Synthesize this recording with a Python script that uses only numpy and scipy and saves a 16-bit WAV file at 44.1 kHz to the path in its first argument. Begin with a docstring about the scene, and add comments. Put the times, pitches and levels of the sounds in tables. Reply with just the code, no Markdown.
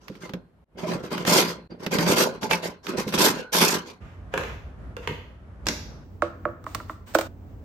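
"""A nested stack of plastic tubs is dragged in jerks over the wire rack of a small steel cabinet: stick-slip
noise through the rack's resonances, with knocks and squeaks of the rims and the ring of the steel box.
Then, in a kitchen with a low steady hum, two full bowls and the stack are set on a stone counter a few
steps off; each blow is a set of dying modes plus a noise snap. Last, close to the microphones, the button
of a kitchen scale is pressed, the scale is nudged, and an empty tub lands on it."""
import sys
import numpy as np
from scipy import signal
from scipy.fft import rfft, irfft, next_fast_len
from scipy.io import wavfile
from scipy.ndimage import uniform_filter1d

SR = 44100
rng = np.random.default_rng(int(sys.argv[2]) if len(sys.argv) > 2 else 0)


def master_out(mix):
    """Clip the mix to full scale and print it as 16-bit PCM to the path in sys.argv[1]."""
    frames = np.transpose(np.atleast_2d(mix))
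    ceiling = np.clip(frames, -1, 1)
    pcm = np.round(ceiling * 32767).astype(np.int16)
    wavfile.write(sys.argv[1], SR, pcm)


N = 336924
TIME = np.arange(N) / SR  # seconds

# Background air at the cabinet, the counter and the board. Each row: frequency in Hz, relative dB per Hz.
CABINET_AIR = [(20, -21.5), (55, 2), (80, -2.5), (130, -0.5), (270, -6.5), (700, -13.5), (1400, -21),
               (3000, -32.5), (6000, -44), (13000, -44), (15000, -60.5)]
COUNTER_AIR = [(20, -42), (36, -16.5), (55, -5), (100, -9), (160, -13), (300, -20.5), (470, -25),
               (620, -24), (760, -29.5), (1400, -31), (3000, -48), (4200, -54), (13000, -65.5),
               (14500, -80)]
BOARD_AIR = [(20, -32), (50, -9.5), (100, -4), (160, -13.5), (250, -12), (400, -20.5), (650, -25.5),
             (1200, -34), (2000, -41.5), (4000, -52.5), (8000, -55), (11000, -73), (14500, -49)]
CABINET_AIR_DB, COUNTER_AIR_DB, BOARD_AIR_DB = -56, -41, -43
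# Hum of the ventilation. Each row: frequency in Hz, width in Hz, rise in dB.
HUM_PEAKS = [(58.8, 9.8, 9), (89.1, 8, 9)]

# How long the kitchen rings. Each row: frequency in Hz, decay by 60 dB in seconds.
ROOM_T60 = [(100, .5), (400, 0.4), (1200, 0.51), (3000, 0.57), (6000, 0.56), (9000, 0.3), (16000, 0.72)]
# Tone of the kitchen's tail. Each row: frequency in Hz, level in dB.
ROOM_TONE = [(100, 0), (400, 1.5), (1200, -1), (4000, 1), (8500, 0), (12500, 2.5), (15000, -6.5)]
# The steel box dies fast, but its wires ring on in narrow ranges. Each row: frequency in Hz, 60 dB decay in s.
BOX_T60 = [(170, 0.38), (700, 0.18), (930, .5), (1320, 0.2), (1490, 0.5), (1700, 0.15), (3900, 0.22),
           (4230, 0.65), (4500, 0.23), (12000, 0.11)]
# Tone of the steel box. Each row: frequency in Hz, level in dB.
BOX_TONE = [(150, 0.5), (1300, -1.5), (1490, 6), (1750, -2), (4250, -2.5), (8000, -4.5)]

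# Likeness of a diffuse field at the two microphones. Each row: frequency in Hz, correlation from 0 to 1.
LIKENESS = [(60, 0.96), (300, 0.83), (640, 0.594), (1400, 0.015), (3000, 0.0039), (6000, 0.045),
            (9000, 0.0094), (16000, 0.056)]
# The two microphones differ in the treble. Each row: frequency in Hz, left minus right in dB.
MIC_DIFFERENCE = [(400, -0.5), (1000, -0.1), (2200, -0.1), (3600, -1), (6000, -2), (8500, 2.5), (11000, 2),
                  (13000, 1.2)]
# The level dips briefly. Each row: time in seconds, gain in dB.
DIPS = [(.643, -1), (.648, -29), (.69, -10), (.75, 0), (1.675, 1), (1.68, -29.5), (1.705, 0)]
EDGE_HZ = 16200  # upper band limit

# Blows. Each row: start in seconds, thud level in dB, snap level in dB.
BOWL_HITS = [(4.339, -17, -15), (4.377, -24, -12.5), (4.412, -29, -27), (4.436, -30, -21.5),
             (4.967, -27, -23), (5.0745, -20.5, -13.5), (5.091, -34, -30.5)]  # a bowl meets the counter
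THUMPS = [(4.36, -32.5, -61), (5.078, -28, -59.5), (5.105, -29, -60)]  # the weight of a full bowl thumps the slab
STACK_HITS = [(5.658, -40, -35), (5.668, -27.5, -10.5), (5.686, -23.5, -8.5)]  # the stack meets the counter
PRESSES = [(6.2213, -5.5, -21), (6.453, -9.5, -45), (6.487, -30, -60)]  # the button clicks down and up
NUDGES = [(6.641, -41, -40.5), (6.665, -20, -41), (6.748, -19.5, -16.5), (6.801, -27, -49.5),
          (6.896, -20.5, -48)]  # the feet of the scale knock on the board
LANDINGS = [(7.138, -31, -37), (7.146, -26.5, -20), (7.1492, -3, -14), (7.186, -13, -16), (7.21, -27, -22)]  # the empty tub lands and rocks
CATCHES = [(0.082, -44, -28), (0.097, -27.5, -50.5), (0.153, -40, -37.5), (0.294, -31.5, -30.5),
           (0.336, -21.5, -24.0), (0.948, -22, -54.5), (1.034, -25.5, -45), (1.179, -33.5, -20),
           (1.251, -28, -18.5), (1.277, -21.5, -17), (1.491, -36, -30), (1.864, -21.5, -17),
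           (1.953, -18, -26.5), (1.986, -18, -13.5), (2.065, -29, -18), (2.097, -14.5, -26.0),
           (2.431, -29.0, -20), (2.511, -28.5, -7), (2.533, -25.5, -11), (2.868, -35.5, -21),
           (2.981, -20.0, -32.0), (3.064, -21, -50.0), (3.079, -32.0, -27), (3.124, -31.5, -24),
           (3.139, -21.5, -20), (3.178, -20.5, -17.5), (3.3, -21, -32.5), (3.548, -24, -12.5),
           (3.613, -20.0, -12)]  # a rim catches on a wire

# Modes of each struck thing. Each row: frequency in Hz, relative level in dB, decay by 60 dB in seconds.
BOWL_MODES = [(215.4, -14, 0.14), (457, -1.5, 0.045), (521, -0.5, 0.056), (630, -8.5, 0.043),
              (900, -4.5, 0.047), (1350, -7.5, 0.044), (1578, -7.5, 0.037), (2860, -12, 0.034)]
SLAB_MODES = [(103.6, -5.5, 0.303), (151.4, 0.5, 0.222), (206, -3, 0.115), (303, -5.5, 0.147)]
STACK_BASE_MODES = [(186.5, -12, 0.147), (224, 0.5, 0.1), (273, -1, 0.094), (349, -4, .08),
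                    (485, -4, 0.065), (609.2, -6.5, 0.078)]  # the stack standing on stone
SCALE_MODES = [(336, -13.5, 0.18), (501, -15.5, 0.2), (592, -2, 0.068), (667, -18, 0.14),
               (1128, -12.5, 0.119), (1266, -6.5, 0.033), (1347, 5, 0.01335), (1600, -12.5, 0.029),
               (1986, -13.5, 0.0079), (2496, -26, 0.022)]
FEET_MODES = [(307.7, -18.5, 0.15), (620, -13.5, 0.07), (1083, -9, 0.042), (1182, -1.5, 0.027),
              (1330, -6.5, 0.038), (1762, -8.5, 0.016), (2416, -19, 0.01)]
TUB_MODES = [(326.2, -11.5, 0.22), (444.5, -19, 0.112), (540, -6.5, 0.077), (613, 3, 0.0245),
             (732, -11, 0.011), (1064, -16, 0.072), (1334, -10.5, 0.045), (1450, -1.5, 0.027),
             (2133, -22, 0.019), (2540, -30, 0.083)]
STACK_MODES = [(166, -4, .17), (201.8, 0.5, .12), (261.2, 0, .1), (335, -2, 0.085), (406, -3, .1),
               (532, -0.5, 0.058), (997, -15, 0.04)]  # the stack on the rack

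# Colour of the snap of each contact. Each row: frequency in Hz, relative dB per Hz.
BOWL_SNAP = [(150, -7), (500, -2), (1100, 4), (2800, -3), (4200, -16.5), (7000, -18), (10000, -35),
             (12000, -26), (16000, -40)]
STACK_SNAP = [(150, -11), (500, -2), (1200, 0), (2000, -1), (3000, -3), (4200, -4), (6200, -1),
              (8500, -11.5), (10000, -21), (12000, -16), (16000, -31)]  # the stack on stone
BUTTON_SNAP = [(200, -20.5), (650, 5), (1500, -1), (2500, 4.5), (4000, -3.5), (6200, -10.5), (8800, -14),
               (10500, -35), (14200, -22.5), (16000, -20.5)]
PLASTIC_SNAP = [(200, -12), (650, 8), (1400, 6), (3000, 0), (6000, -4.5), (8800, -3), (9900, -29),
                (12300, -29), (14200, -1), (16000, -10)]
RIM_SNAP = [(150, -21), (500, 4), (1300, 3.5), (2400, 3.5), (3500, -1), (6000, -8), (8500, -21),
            (9900, -29), (12000, -11.5), (16000, -27)]  # a rim on a wire

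# A bowl brushes the counter. Each row: start in seconds, length in seconds, relative level in dB.
BOWL_BRUSHES = [(4.0, 0.14, -58.5), (4.315, .09, -48), (4.44, 0.074, -45.5), (5.015, .03, -46)]
# Fingers, then the tub, brush the plastic of the scale. Each row: start in s, length in s, level in dB.
SCALE_BRUSHES = [(6.655, .15, -52.5), (6.88, 0.035, -51), (7.06, .06, -49), (7.145, 0.12, -46.5)]
BRUSH_ATTACK_S, BRUSH_SWELL_DB, BRUSH_FALL_DB_PER_S = 0.02, -4, 220  # each brush eases off as it goes

# Colour of the sliding contact. Each row: frequency in Hz, relative dB per Hz.
SLIDE_COLOUR = [(35, -46), (100, -14), (180, 2), (560, -0.5), (730, -8), (1200, -8), (1900, -12.5),
                (6000, -14), (7000, -15.5), (7600, -23.5), (8400, -16), (9500, -23), (9950, -41),
                (10900, -18.5), (12400, -18), (13400, -24.5), (14300, -45)]
# Resonances of stack, rack and cabinet. Each row: frequency in Hz, width in Hz, rise in dB.
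RACK_PEAKS = [(170.3, 19, 6.5), (230, 45, 1.5), (325, 18, -0.5), (390, 65, 5.5), (517.7, 54, 2.5),
              (1000, 120, 7.5), (1197, 31, 0.5), (1399, 54, 5.5), (1580, 45, 4.5), (2139.5, 67, 6.5),
              (2460, 22, 5.5), (3200, 120, 2.5), (4607, 35, 7), (4770, 34, 6.5), (4970, 27, 4.5),
              (5712, 140, 4), (6740, 60, 3), (12100, 61, 5.5)]
# Squeaks of plastic on wire, and one faint ring of a wire (1490 Hz).
# Each row: start in seconds, length in seconds, pitch in Hz, level in dB.
SQUEAKS = [(0.224, 0.0484, 2090, -43), (0.837, 0.035, 624, -27.5), (1.7, 0.042, 4670, -51),
           (1.97, 0.109, 169.6, -21), (2.503, 0.057, 2330, -25.5), (2.503, 0.056, 2647, -26),
           (2.511, 0.05, 865, -24.5), (2.432, 0.04, 880, -29), (3.39, .13, 1490, -42.5),
           (3.87, 0.063, 2396, -53), (3.86, 0.067, 4710, -51)]
# The stack slides a little way. Each row: start in seconds, length in seconds, force in dB,
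# scrape in dB (how much the rims scrape rather than judder).
SHOVES = [(0.0, 0.18, -55.5, -4), (0.201, 0.053, -39, -8.5), (0.273, 0.016, -47.5, -9.5),
          (0.33, 0.012, -38, -28), (0.747, 0.011, -39.5, -41), (0.77, 0.028, -38, -7.0),
          (0.815, 0.021, -30, -16.5), (0.859, 0.079, -27.5, -13), (0.983, 0.018, -38.5, -18.5),
          (1.024, 0.028, -37, -8.5), (1.101, 0.04, -27.5, -11), (1.16, 0.055, -32.5, -12),
          (1.256, 0.054, -24, -0.5), (1.302, 0.1, -21.5, 0.5), (1.431, 0.077, -35, -2),
          (1.54, 0.06, -45.5, -25), (1.692, 0.03, -37.5, -30), (1.786, 0.03, -41.0, -14),
          (1.818, 0.018, -35.0, -8.5), (1.906, 0.046, -24.5, -5.5), (1.972, 0.059, -25.0, -7.0),
          (2.056, 0.073, -21.5, -4.5), (2.154, 0.074, -21, -2), (2.236, 0.015, -21.5, -25),
          (2.319, 0.031, -37.5, -15.0), (2.409, 0.013, -33.5, -4), (2.42, 0.017, -27.5, -8),
          (2.493, 0.048, -26.5, -4.5), (2.618, 0.041, -31.0, -4), (2.67, 0.02, -41.5, -13.5),
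          (2.827, 0.031, -47, -0.5), (2.871, 0.023, -28.5, -9.5), (2.922, 0.024, -27.5, -28),
          (2.962, 0.037, -29.5, -3), (3.068, 0.013, -40.0, 6), (3.124, 0.017, -25.0, -1),
          (3.175, 0.1, -21.5, 1.5), (3.329, 0.071, -33.5, -10.0), (3.519, 0.068, -26.5, 4.5),
          (3.596, 0.035, -19.0, 0.0), (3.629, 0.073, -31.5, 7), (3.703, 0.048, -27, -2),
          (3.844, 0.06, -44.5, -4)]
SHOVE_ATTACK_S, SHOVE_SWELL_DB = 0.021, 2.5  # the stack breaks loose, then gathers speed until it sticks again
JUDDER_FALL_DB_PER_S, RASP_FALL_DB_PER_S, HISS_FALL_DB_PER_S = 235, 247, 350
RASP_SHARE = 0.45  # the rasp of the rims follows this share of the scrape, the hiss of the wires all of it


def amp(db):
    """Turns dB into an amplitude factor."""
    return 10 ** (np.asarray(db) / 20)


def evened(x):
    """Scales to rms 1."""
    return x / np.sqrt(np.mean(x ** 2) + 1e-20)


def read(points, hz):
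    """Reads a spectrum on a log-frequency axis."""
    f, value = np.transpose(points)
    return np.interp(np.log(hz + 1), np.log(f + 1), value)


def curve(rows):
    """Gain over time from (s, dB) points; silent outside them."""
    seconds, db = np.transpose(rows)
    return amp(np.interp(TIME, seconds, db, left=-140, right=-140))


def add(mix, s, sound):
    """Mixes a stereo sound in at time s."""
    part = mix[:, round(s * SR):][:, :sound.shape[1]]
    part += sound[:, :part.shape[1]]


def panned(x, left_db):
    """Leans a sound to the left (positive dB) or right by level alone."""
    return x * amp([[left_db / 2], [-left_db / 2]])


def split(x, hz):
    """The parts below and above a frequency."""
    low = signal.sosfiltfilt(signal.butter(3, hz, fs=SR, output="sos"), x)
    return low, x - low


def colour(x, spectrum, peaks=()):
    """Filters by a broad spectrum with resonances on top."""
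    size = next_fast_len(x.shape[-1], True)
    hz = np.fft.rfftfreq(size, 1 / SR)
    db = read(spectrum, hz)
    for f, width, rise in peaks:
        db = db + rise / (1 + (2 * (hz - f) / width) ** 2)
    return irfft(rfft(x, size) * amp(db), size)[..., :x.shape[-1]]


def paired(x):
    """Two unrelated signals become a diffuse field at two close microphones: alike mainly in the bass."""
    size = next_fast_len(x.shape[1], True)
    left, other = rfft(x, size)
    same = read(LIKENESS, np.fft.rfftfreq(size, 1 / SR))
    right = same * left + np.sqrt(1 - same ** 2) * other
    return irfft(np.array([left, right]), size)[:, :x.shape[1]]


def diffuse_noise(length):
    """White noise arriving from all around at the two microphones."""
    return paired(rng.standard_normal((2, length)))


def reverb(x, t60s, tone):
    """A diffuse tail, each band dying at its own speed."""
    hz, t, z = signal.stft(diffuse_noise(SR), SR, nperseg=256)
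    decay_db = read(tone, hz)[:, None] - 60 * t / read(t60s, hz)[:, None]
    tail = signal.istft(z * amp(decay_db), SR, nperseg=256)[1]
    tail *= 1 - np.exp(-(np.arange(tail.shape[1]) / SR / 0.0035) ** 2)  # builds up over some milliseconds
    tail /= np.linalg.norm(tail[0])
    return signal.fftconvolve(x.mean(0)[None], tail, axes=1)[:, :N]


def strokes(rows, attack_s, swell_db, fall_db_per_s):
    """Gain over time of sliding strokes (s, length s, dB): each rises, swells or eases, and dies away."""
    clock = TIME[::32]  # a coarse clock is enough for a gain
    start, length, db = np.transpose(rows)[:, :, None]
    t = clock - start
    swell = swell_db * (np.clip(t / length, 0, 1) - .5)
    fall = fall_db_per_s * np.maximum(t - length, 0)
    gain = np.clip(t / attack_s, 0, 1) * amp(db + swell - fall)
    return np.interp(TIME, clock, np.linalg.norm(gain, axis=0))  # overlapping strokes add in power


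def brushed(rows):
    """Gain of light strokes over a smooth surface."""
    return strokes(rows, BRUSH_ATTACK_S, BRUSH_SWELL_DB, BRUSH_FALL_DB_PER_S)


def blows(hits, modes, snap_spectrum, contact_s, snap_s, rattle_db, rattle_s, detune):
    """Each blow rings the object's modes and gives a sharp snap with a short rattle after it."""
    out = np.zeros((2, N))
    t = np.arange(SR // 2) / SR
    hz, db, t60 = np.transpose(modes)[:, :, None]
    for s, thud_db, snap_db in hits:
        pitch = hz * (1 + detune * rng.standard_normal(hz.shape))  # each blow's modes vary slightly at random
        ring = (amp(db - 60 * t / t60) * np.sin(2 * np.pi * pitch * t)).sum(0)
        ring *= 1 - np.exp(-(t / contact_s) ** 2)  # a softer contact starts slower
        shape = amp(-60 * t / snap_s) + amp(rattle_db - 60 * t / rattle_s)
        snap = colour(diffuse_noise(len(t)), snap_spectrum) * shape
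        snap *= np.linalg.norm(shape) / np.linalg.norm(snap) / np.sqrt(2)  # even strength from draw to draw
        thud = ring / abs(ring).max()
        add(out, s, amp(thud_db) * thud + amp(snap_db) * snap)
    return out


def air(spectrum, db, start_s, end_s, waver_db):
    """Ventilation: a low wavering hum under a faint rush, made of filtered noise."""
    rush = evened(colour(diffuse_noise(N), spectrum, HUM_PEAKS))
    waver = evened(sum(np.sin(2 * np.pi * (f * TIME + rng.random())) for f in np.geomspace(.5, 8, 12)))
    present = 1. * ((TIME >= start_s) & (TIME < end_s))
    return rush * amp(db + waver_db * waver) * uniform_filter1d(present, size=400)


def counter():
    """Bowls and the stack set down on stone, a few steps off, so the kitchen answers strongly."""
    bowls = blows(BOWL_HITS, BOWL_MODES, BOWL_SNAP, contact_s=0.0011, snap_s=0.019,
                  rattle_db=-20.5, rattle_s=0.11, detune=0.046)
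    bowls += colour(diffuse_noise(N), BOWL_SNAP) * amp(10) * brushed(BOWL_BRUSHES)
    slab = blows(THUMPS, SLAB_MODES, BOWL_SNAP, contact_s=0.005, snap_s=.02,
                 rattle_db=-20, rattle_s=.1, detune=0.041)
    stack = blows(STACK_HITS, STACK_BASE_MODES, STACK_SNAP, contact_s=0.0043, snap_s=0.0188,
                  rattle_db=-18.0, rattle_s=0.11, detune=0.023)
    room = reverb(bowls + amp(-3.5) * stack, ROOM_T60, ROOM_TONE)
    return panned(bowls, left_db=-2.5) + slab + panned(stack, left_db=-1.5) + room


def dispersed(x, lag_s, knee_hz):
    """Bending waves in thin plastic: the treble arrives first and the bass lags, so each click drops in pitch."""
    size = next_fast_len(N, True)
    hz = np.fft.rfftfreq(size, 1 / SR)
    phase = 2 * np.pi * lag_s * knee_hz * np.arctan(hz / knee_hz)
    return irfft(rfft(x, size) * np.exp(-1j * phase), size)[:, :N]


def scale():
    """Button, feet and tub on the hollow plastic scale, close to the microphones."""
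    button = blows(PRESSES, SCALE_MODES, BUTTON_SNAP, contact_s=0.00042, snap_s=0.0076,
                   rattle_db=-16.0, rattle_s=0.24, detune=.006)
    feet = blows(NUDGES, FEET_MODES, PLASTIC_SNAP, contact_s=0.00033, snap_s=0.02,
                 rattle_db=-18.5, rattle_s=0.134, detune=0.031)
    tub = blows(LANDINGS, TUB_MODES, PLASTIC_SNAP, contact_s=0.001, snap_s=0.04,
                rattle_db=-12.5, rattle_s=0.106, detune=0.01)
    brushes = evened(colour(diffuse_noise(N), PLASTIC_SNAP)) * brushed(SCALE_BRUSHES)
    knocks = panned(button, left_db=-5.5) + panned(feet, left_db=-4) + panned(tub, left_db=-3.5)
    near = dispersed(knocks, lag_s=0.00701, knee_hz=518.0) + brushes
    ending = curve([(6, -0.5), (7.272, 0), (7.282, -16), (7.6, -60.5)])  # the ring stops short
    return (near + amp(-11) * reverb(near, ROOM_T60, ROOM_TONE)) * ending


def squeaks(waver, sag):
    """Squeaks of plastic on wire and one faint wire ring: rough tones that swell, fade and sag in pitch."""
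    out = np.zeros((2, N))
    for s, length, hz, db in SQUEAKS:
        progress = np.linspace(0, 1, int(length * SR))
        jitter = evened(uniform_filter1d(rng.standard_normal(len(progress)), size=120))
        pitch = hz * (1 + waver * jitter - sag * (progress - .5))
        tone = np.sin(2 * np.pi * np.cumsum(pitch) / SR)
        add(out, s, panned(amp(db) * np.sin(np.pi * progress) * tone, left_db=-2))
    return out


def shifting(x, patchy_db):
    """The contact points move from wire to wire, so narrow resonances come and go."""
    z = signal.stft(x, SR, nperseg=1024, noverlap=768)[2]
    field = rng.standard_normal(z.shape[1:])  # frequency by time
    narrow = evened(uniform_filter1d(uniform_filter1d(field, size=3, axis=0), size=14, axis=1))
    broad = evened(uniform_filter1d(uniform_filter1d(field, size=12, axis=0), size=9, axis=1))
    patches = amp(patchy_db * (narrow + .7 * broad))
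    return signal.istft(z * patches, SR, nperseg=1024, noverlap=768)[1][:, :N]


def slips(grit, per_s, spread_db, ring_s, lo_hz, hi_hz, steady_s):
    """Random stick-slip jolts, each leaving a short rattle in one range of the rack's resonances."""
    jolts = (rng.random(N) < per_s / SR) * amp(spread_db * np.minimum(rng.exponential(1, N), 3))
    decay = np.exp(-np.log(1e6) / (ring_s * SR))  # power falls 60 dB in ring_s
    power = signal.lfilter([1], [1, -decay], jolts ** 2)
    x = colour(grit * np.sqrt(power + 0.044 * power.mean()), SLIDE_COLOUR, RACK_PEAKS)
    x = signal.sosfilt(signal.butter(3, [lo_hz, hi_hz], "band", fs=SR, output="sos"), x)
    # the jolts are evened over a short window, so the shoves set the loudness
    mean_power = abs(uniform_filter1d((x ** 2).mean(0), int(steady_s * SR) + 1))
    return x / np.sqrt(mean_power + 1e-12)


def shoved(scrape_share, fall_db_per_s):
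    """Gain of one layer of the dragging: the force of each shove plus a share of its scrape."""
    rows = [(s, length, force_db + scrape_share * scrape_db) for s, length, force_db, scrape_db in SHOVES]
    return strokes(rows, SHOVE_ATTACK_S, SHOVE_SWELL_DB, fall_db_per_s)


def dragging():
    """The stack judders over the wires, its rims rasp, and fine slips hiss."""
    grit = shifting(diffuse_noise(N), patchy_db=2.0)
    low = slips(grit, per_s=110, spread_db=3, ring_s=0.048, lo_hz=50, hi_hz=700, steady_s=.03)
    rasp = slips(grit, per_s=360, spread_db=1.0, ring_s=0.082, lo_hz=702, hi_hz=2800, steady_s=.03)
    high = slips(grit, per_s=670, spread_db=3.0, ring_s=0.051, lo_hz=2800, hi_hz=17000, steady_s=0.045)
    boom, judder = split(low, hz=215)
    hiss, fizz = split(high, hz=7450)
    boom_gain = curve([(0, 1), (3.15, 1), (3.55, -4), (4.1, 2)])  # the boom thins towards 3.55 s, then returns
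    force = shoved(0, JUDDER_FALL_DB_PER_S)
    rasp_gain = shoved(RASP_SHARE, RASP_FALL_DB_PER_S)
    speed = shoved(1, HISS_FALL_DB_PER_S)
    bite = (speed / amp(-27.5)) ** .28  # fast pulls are brighter
    return (panned(amp(-1.95) * (boom * boom_gain + judder) * force, left_db=-2.0)
            + panned(amp(-0.47) * rasp * rasp_gain, left_db=0.6)
            + panned(amp(-0.3) * (hiss + amp(-0.45) * bite * fizz) * speed, left_db=-1.4))


def cabinet():
    """Dragging, catching and squeaking rims, with the ring of the wires and the steel box."""
    catches = blows(CATCHES, STACK_MODES, RIM_SNAP, contact_s=.003, snap_s=0.032,
                    rattle_db=-21.0, rattle_s=.14, detune=0.043)
    near = dragging() + panned(catches, left_db=-2.5) + squeaks(waver=0.028, sag=0.035)
    ending = curve([(0, 0), (4.0, 0), (4.02, -36)])  # the ring stops short
    return (near + amp(-15.5) * reverb(near, BOX_T60, BOX_TONE)) * ending


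def scene():
    """The air of each place in turn, under the counter, the scale and the cabinet."""
    background = (air(CABINET_AIR, CABINET_AIR_DB, start_s=0, end_s=4.005, waver_db=-0.5)
                  + air(COUNTER_AIR, COUNTER_AIR_DB, start_s=4.005, end_s=6.043, waver_db=-1.7)
                  + air(BOARD_AIR, BOARD_AIR_DB, start_s=6.043, end_s=8, waver_db=2.2))
    return background + counter() + scale() + cabinet()


def record(dry):
    """Two slightly unlike microphones, two brief dips in level, then the band limit."""
    left_tone = [(hz, db / 2) for hz, db in MIC_DIFFERENCE]
    right_tone = [(hz, -db / 2) for hz, db in MIC_DIFFERENCE]
    heard = np.array([colour(dry[0], left_tone), colour(dry[1], right_tone)])
    dipped = heard * amp(np.interp(TIME, *np.transpose(DIPS)))
    band_limit = signal.firwin(511, EDGE_HZ, window=("kaiser", 9), fs=SR)
    return signal.oaconvolve(dipped, band_limit[None], "same")


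dry = scene()
out = record(dry)
master_out(out)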